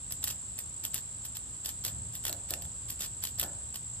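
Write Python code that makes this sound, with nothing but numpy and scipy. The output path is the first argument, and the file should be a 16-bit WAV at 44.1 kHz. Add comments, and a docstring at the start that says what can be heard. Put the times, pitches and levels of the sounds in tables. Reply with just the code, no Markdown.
"""Cicada caught at a wire fence

A cicada held by a mantis against a wire garden fence beats its dry wings in short fits. Each slap
is a tiny crackling burst, the wings rustle in between, and the hardest fits set the mesh ringing.
Further off another insect buzzes steadily in paired falling chirps, over a low rumble and hum."""
import sys
import numpy as np
from scipy import signal
from scipy.fft import rfft, irfft, next_fast_len
from scipy.io import wavfile

SR = 44100
rng = np.random.default_rng(int(sys.argv[2]) if len(sys.argv) > 2 else 0)


def log_audio(samples):
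    """Write samples as a 16-bit WAV file to the path given in sys.argv[1]."""
    # one column per channel
    frames = np.atleast_2d(samples).T
    # limit to full scale, then quantise
    limited = np.clip(frames, -1, 1)
    pcm = np.round(limited * 32767).astype(np.int16)
    wavfile.write(sys.argv[1], SR, pcm)


N = 176400
TIME = np.arange(N) / SR
BIN_HZ = np.arange(N // 2 + 1) * SR / N


def from_db(db):
    """Decibels to gain."""
    return 10 ** (np.asarray(db) / 20)


def rms_one(x):
    """Scale to unit power."""
    return x / np.sqrt(np.mean(x ** 2) + 1e-20)


def at_hz(points, hz):
    """Read a curve on a log-frequency axis."""
    point_hz, value = np.transpose(points)
    return np.interp(np.log(np.maximum(hz, 1)), np.log(point_hz), value)


def colour(x, curve):
    """Minimum-phase EQ that keeps the power of white noise."""
    size = next_fast_len(N + SR // 2, True)
    gain = rms_one(from_db(at_hz(curve, np.arange(size // 2 + 1) * SR / size)))
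    cepstrum = irfft(np.log(gain), size)
    cepstrum[1:size // 2] *= 2
    cepstrum[size // 2 + 1:] = 0
    return irfft(rfft(x, size) * np.exp(rfft(cepstrum)), size)[..., :N]


def drift(rate_hz):
    """Smooth random modulation of unit power."""
    return rms_one(irfft(rfft(rng.standard_normal(N)) / (1 + (BIN_HZ / rate_hz) ** 2), N))


def ring(x, hz, t60):
    """Resonator: a unit click starts a dying sine of height 1."""
    radius, step = from_db(-60 / (t60 * SR)), 2 * np.pi * hz / SR
    return signal.lfilter([0, np.sin(step)], [1, -2 * radius * np.cos(step), radius ** 2], x + 1e-18)


def add(track, start_s, sound):
    """Mix a sound in at a time."""
    i = int(np.clip(start_s * SR, 0, N))
    track[i:i + len(sound)] += sound[:N - i]


def pan(right_db):
    """Stereo gains that favour the right side by this much."""
    return from_db([[-right_db / 2], [right_db / 2]])


def scatter(x, t60):
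    """Dense dying reflections from leaves, pots and walls, different on each side."""
    t = TIME[:SR // 2]
    echoes = rng.standard_normal((2, len(t))) * from_db(-60 * t / t60) * (t > .002)
    echoes /= np.sqrt(np.sum(echoes ** 2, axis=1, keepdims=True))
    return signal.fftconvolve(np.atleast_2d(x), echoes, axes=1)[:, :N]


# Fader ride shared by rumble and hum: (time [s], relative level [dB])
LOW_SWELL = [(0, -2.5), (1.3, -3.5), (2.3, 4), (2.7, -2), (4, -1.5)]


def swell(waver_db, rate_hz):
    """Gain of the low end: one slow swell with a random waver on top."""
    return from_db(np.interp(TIME, *np.transpose(LOW_SWELL)) + waver_db * drift(rate_hz))


# Tone of the outdoor bed: (frequency [Hz], relative level [dB])
AIR_EQ = [(25, -23), (45, -0.5), (65, 2), (120, -0.5), (200, -9.5), (400, -21), (1000, -21), (2200, -29),
          (3700, -24), (5500, -27), (9500, -28), (11000, -31.5), (14500, -56)]
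# Stereo image of the bed: (frequency [Hz], left-right correlation [0..1])
AIR_CORRELATION = [(60, 0.98), (120, 0.94), (380, 0.76), (700, 0), (1300, 0.0057), (8000, 0.0)]


def garden_air():
    """Distant rumble, alike on both sides, opening into wide hiss higher up."""
    alike = at_hz(AIR_CORRELATION, BIN_HZ)
    mid, side = rfft(rng.standard_normal((2, N)))
    noise = irfft(np.sqrt(1 + alike) * mid + np.sqrt(1 - alike) * side * [[1], [-1]], N)
    air = colour(noise, AIR_EQ)
    rumble = signal.sosfilt(signal.butter(1, 200, fs=SR, output="sos"), air)
    hiss = air - rumble
    return from_db(-49.5) * rms_one(hiss + rumble * swell(waver_db=2.5, rate_hz=1.5))


def low_hum():
    """A low tone that wavers in pitch and level and swells with the rumble."""
    hz = 112.6 + 2.57 * drift(rate_hz=6.4)
    tone = np.sin(2 * np.pi * np.cumsum(hz) / SR)
    return from_db(-57) * rms_one(tone * swell(waver_db=3.5, rate_hz=8.4))


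# Band of the blurred insect song: (frequency [Hz], relative level [dB])
WASH_EQ = [(6000, -33.5), (6600, -16.5), (7050, -12), (7500, 1.5), (7800, 3), (8150, -0.5), (8500, -7),
           (9000, -21.5), (10300, -33.5)]


def insect_wash():
    """The far insect's song, blurred by leaves and distance into a steady band of noise."""
    return from_db(-44.3) * colour(rng.standard_normal((2, N)), WASH_EQ)


def insect_buzz():
    """The far insect sings two falling chirps per cycle, trailed by short reflections."""
    cycle_hz, first_s, second_at_cycles, second_db = 28.7, .029, .39, -.6
    chirp_s, top_hz, end_hz = .00756, 8248, 7090
    jitter_s, jitter_db, jitter_hz, right_lag_s = .00042, .86, 92, .000036
    song, t = np.zeros(N), np.arange(0, chirp_s, 1 / SR)
    for k, (late, loud, sharp, phase) in enumerate(rng.standard_normal((250, 4))):
        cycle, is_second = divmod(k, 2)
        start = first_s + (cycle + is_second * second_at_cycles) / cycle_hz + jitter_s * late
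        hz = top_hz + (end_hz - top_hz) * t / chirp_s + jitter_hz * sharp
        chirp = np.sin(np.pi * t / chirp_s) * np.sin(2 * np.pi * (np.cumsum(hz) / SR + phase))
        add(song, start, from_db(jitter_db * loud + is_second * second_db) * chirp)
    song = rms_one(song)
    right = irfft(rfft(song) * np.exp(-2j * np.pi * right_lag_s * BIN_HZ), N)
    return from_db(-47.3) * np.array([song, right]) + from_db(-48) * rms_one(scatter(song, t60=.035))


# The body shakes the fence: (time [s], relative level [dB], tilt about 600 Hz [dB/octave])
MESH_SHAKES = [(0.275, -59, 4), (1.865, -54.5, 5), (2.282, -43, 1), (2.506, -42.5, -2), (3.015, -58, 5),
               (3.416, -40.5, 2)]
# Ringing modes of the mesh: (frequency [Hz], relative level [dB], time to fall 60 dB [s])
MESH_MODES = [(308.6, -8, 0.5), (375, -7, 0.37), (558, -6.5, 0.59), (606, -4, 0.54), (702, -4.5, 0.57),
              (800, -13, 0.88), (933, -15, 1), (1378, -11, 0.38), (1480, -13, .4), (1730, -10.5, 0.41)]


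def wire_mesh():
    """Each shake swells and rings out: a clear tone per mode, blurred by the neighbouring wires."""
    rise_s, width, tone_db, blur_db = .0089, .45, -11, -9.5
    out = np.zeros((2, N))
    for hz, mode_db, t60 in MESH_MODES:
        envelope = np.zeros(N)
        for start, db, tilt in MESH_SHAKES:
            attack = np.clip((TIME - start) / rise_s, 0, 1)
            decay_db = -60 * np.clip(TIME - start - rise_s, 0, 2) / t60
            envelope += attack * from_db(db + mode_db + tilt * np.log2(hz / 600) + decay_db)
        tone = rms_one(np.sin(2 * np.pi * (hz * TIME + rng.random())))
        mid, side = rms_one(ring(rng.standard_normal((2, N)), hz, t60=.017))
        blur = mid + width * side * [[1], [-1]]
        out += envelope * (from_db(tone_db) * tone + from_db(blur_db) * blur)
    return out


def left_first(x, lag_s=.00007):
    """Stereo pair: the wings reach the right side a little late."""
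    return np.array([x, np.interp(TIME - lag_s, TIME, x)])


def grains(grain_db):
    """Gritty noise: every sample gets its own random boost."""
    return rms_one(rng.standard_normal(N) * from_db(grain_db * np.minimum(rng.exponential(1, N), 4)))


# Crisp top and papery middle of the wing crackle: (frequency [Hz], relative level [dB])
TREBLE_EQ = [(5000, -23), (6500, -9.5), (8000, 6), (9000, -6.5), (10300, 0), (12200, 2.5), (14400, 1.5),
             (14900, -27)]
MIDDLE_EQ = [(150, -7.5), (600, -7), (1200, -6.5), (1750, -5.5), (2200, -7.5), (2800, -1), (3500, -0.5),
             (4500, -0.5), (5500, 1.5), (7000, 0), (10000, -5)]


def crackle(treble, middle, grain_db):
    """Dense tiny buckles of a dry membrane, in two bands that each follow their own envelope."""
    treble_width, middle_width = .67, .29  # share of power that differs between the sides
    out = np.zeros((2, N))
    for envelope, width, eq in (treble, treble_width, TREBLE_EQ), (middle, middle_width, MIDDLE_EQ):
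        common, left, right = [grains(grain_db) for _ in range(3)]
        direct = np.array([rms_one(side) for side in left_first(common)])
        grit = np.sqrt(1 - width) * direct + np.sqrt(width) * np.array([left, right])
        out += colour(envelope * grit, eq)
    return out


# Resonances of the stiff wing: (frequency [Hz], bandwidth [Hz], send level [dB])
MEMBRANE_MODES = [(1830, 130, -6), (3070, 270, -11), (3480, 210, -4), (4600, 250, -6.5)]


def membrane(x):
    """The wing adds its own short papery resonances."""
    return x + sum(from_db(db) * signal.lfilter(*signal.iirpeak(hz, hz / width_hz, fs=SR), x)
                   for hz, width_hz, db in MEMBRANE_MODES)


# Fits of fluttering: (start [s], end [s], relative level [dB])
FLUTTER_FITS = [(0.104, 0.12, -44), (0.226, 0.317, -42.5), (0.576, 0.61, -49.5), (0.834, 0.863, -42),
                (0.932, 0.985, -42.5), (1.238, 1.263, -49.5), (1.348, 1.368, -45), (1.643, 1.703, -42),
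                (1.835, 1.887, -38.5), (2.13, 2.165, -46), (2.236, 2.295, -41.5), (2.489, 2.52, -42.5),
                (2.881, 2.924, -44.5), (2.991, 3.052, -40.5), (3.22, 3.298, -45), (3.38, 3.439, -39),
                (3.74, 3.758, -41.5)]


def wing_rustle():
    """The wings rub on wire and body: a flickering, papery rustle through each fit."""
    attack_s, release_s, flicker_db = .004, .011, 4
    effort = np.zeros(N)
    for start, end, db in FLUTTER_FITS:
        attack = np.clip((TIME - start) / attack_s, 0, 1)
        release = np.exp(-np.clip(TIME - end, 0, 1) / release_s)
        effort += from_db(db) * attack * release
    effort *= from_db(flicker_db * drift(rate_hz=87))
    return crackle(from_db(-6) * effort, from_db(-4) * effort, grain_db=6)


# Wing hits: (time [s], relative level [dB], middle-band offset [dB], decay [s], ping pitch [Hz])
WING_HITS = [(0.122, -24.5, -12, 0.0034, 3360), (0.24, -17.5, -12.5, 0.0039, 3650),
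             (0.2737, -26, -6.5, 0.0039, 3230), (0.2798, -28, -7, 0.0017, 2950),
             (0.3078, -30.5, -15, 0.0038, 3280), (0.5881, -25.5, -14, 0.0041, 2560),
             (0.8505, -22.5, -11, 0.0022, 3350), (0.9425, -18, -15, 0.0024, 2770),
             (0.9567, -33.5, -4, 0.0035, 3470), (0.979, -30, -9, 0.0016, 4370),
             (1.2515, -29, -15.5, 0.0033, 3470), (1.3686, -29, -6.5, 0.0022, 3350),
             (1.658, -25, -9, 0.005, 3380), (1.6897, -29.5, -5.5, 0.0043, 3100),
             (1.849, -22, -8.5, 0.0024, 3220), (1.8632, -26, -10.5, 0.0031, 2830),
             (1.88, -30.5, -4.5, 0.0027, 4820), (2.152, -28, -15, 0.0017, 3500),
             (2.2517, -20, -7.5, 0.0016, 3400), (2.2688, -31, -10, 0.0021, 4030),
             (2.2802, -23, -8, 0.0022, 3630), (2.294, -26, -8, 0.0025, 3700), (2.327, -28, 0, 0.0011, 4100),
             (2.5059, -20.5, -10.5, 0.002, 4160), (2.5368, -24.5, -1.5, 0.0014, 2730),
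             (2.6207, -36, -6, 0.0032, 3100), (2.6516, -39.5, -6, 0.0021, 3360),
             (2.9043, -26.5, -28, 0.0024, 3450), (3.0066, -24.5, -9.5, 0.0024, 3600),
             (3.0197, -30, -4, 0.0021, 3550), (3.039, -34.5, -6, 0.0055, 3550),
             (3.237, -22, -11.5, 0.0042, 3480), (3.2507, -25, -6, 0.0029, 3060),
             (3.271, -29.5, -8, 0.0016, 3550), (3.3967, -16, -13.5, 0.0018, 3660),
             (3.413, -21, -10, 0.0014, 2840), (3.4291, -25, -5, 0.003, 3190),
             (3.46, -38, -16, 0.0019, 3370), (3.7569, -28.5, -7.5, 0.0022, 2930)]


def wing_slaps():
    """Each slap buckles the membrane with a snap, a hollow ping and a crackle, and pushes a puff of air."""
    rise_s, snap_s, snap_db = .00081, .0011, -5
    treble_trim_db, middle_trim_db, puff_db = -5.5, -.5, -23
    ping_s, partner_ratio, partner_db = .0015, 1.176, -16
    hard_slap_db, hard_ping_db, ping_db_per_db = -30, -33.5, .96
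    t = TIME[:SR // 20]
    attack, since_peak = np.minimum(t / rise_s, 1) ** 2, np.maximum(t - rise_s, 0)
    snap = from_db(snap_db) * np.exp(-since_peak / snap_s)  # the first buckle stands out
    treble, middle, ping, push = np.zeros((4, N))
    for start, db, middle_db, decay_s, hz in WING_HITS:
        envelope = attack * (snap + np.exp(-since_peak / decay_s))
        add(treble, start, from_db(db + treble_trim_db) * envelope)
        add(middle, start, from_db(db + middle_db + middle_trim_db) * envelope)
        add(push, start, from_db(db + puff_db) * envelope / envelope.sum())
        phase = 2 * np.pi * hz * t
        modes = np.sin(phase) + from_db(partner_db) * np.sin(partner_ratio * phase)
        ping_db = hard_ping_db + ping_db_per_db * (db + middle_db - hard_slap_db)
        add(ping, start, from_db(ping_db) * attack * np.exp(-since_peak / ping_s) * modes)
    puff = ring(push, hz=112, t60=.046)
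    return crackle(treble, middle, grain_db=3.5) + left_first(ping) + puff


def scene():
    """Close wings with their reflections and the ringing wire, in front of the buzz and the garden."""
    wings = membrane(wing_slaps() + wing_rustle()) * pan(right_db=.5)
    near_echo = from_db(-9.5) * scatter(wings, t60=.11)
    yard_echo = from_db(-19.5) * scatter(wings, t60=.25)
    far_insect = (insect_buzz() + insect_wash()) * pan(right_db=1.6)
    return wings + near_echo + yard_echo + far_insect + wire_mesh() + garden_air() + low_hum()


def record(dry):
    """A steep high cut, 70 dB down from 16.1 kHz up."""
    return signal.sosfilt(signal.cheby2(14, 70, 16100, fs=SR, output="sos"), dry)


dry = scene()
out = record(dry)
log_audio(out)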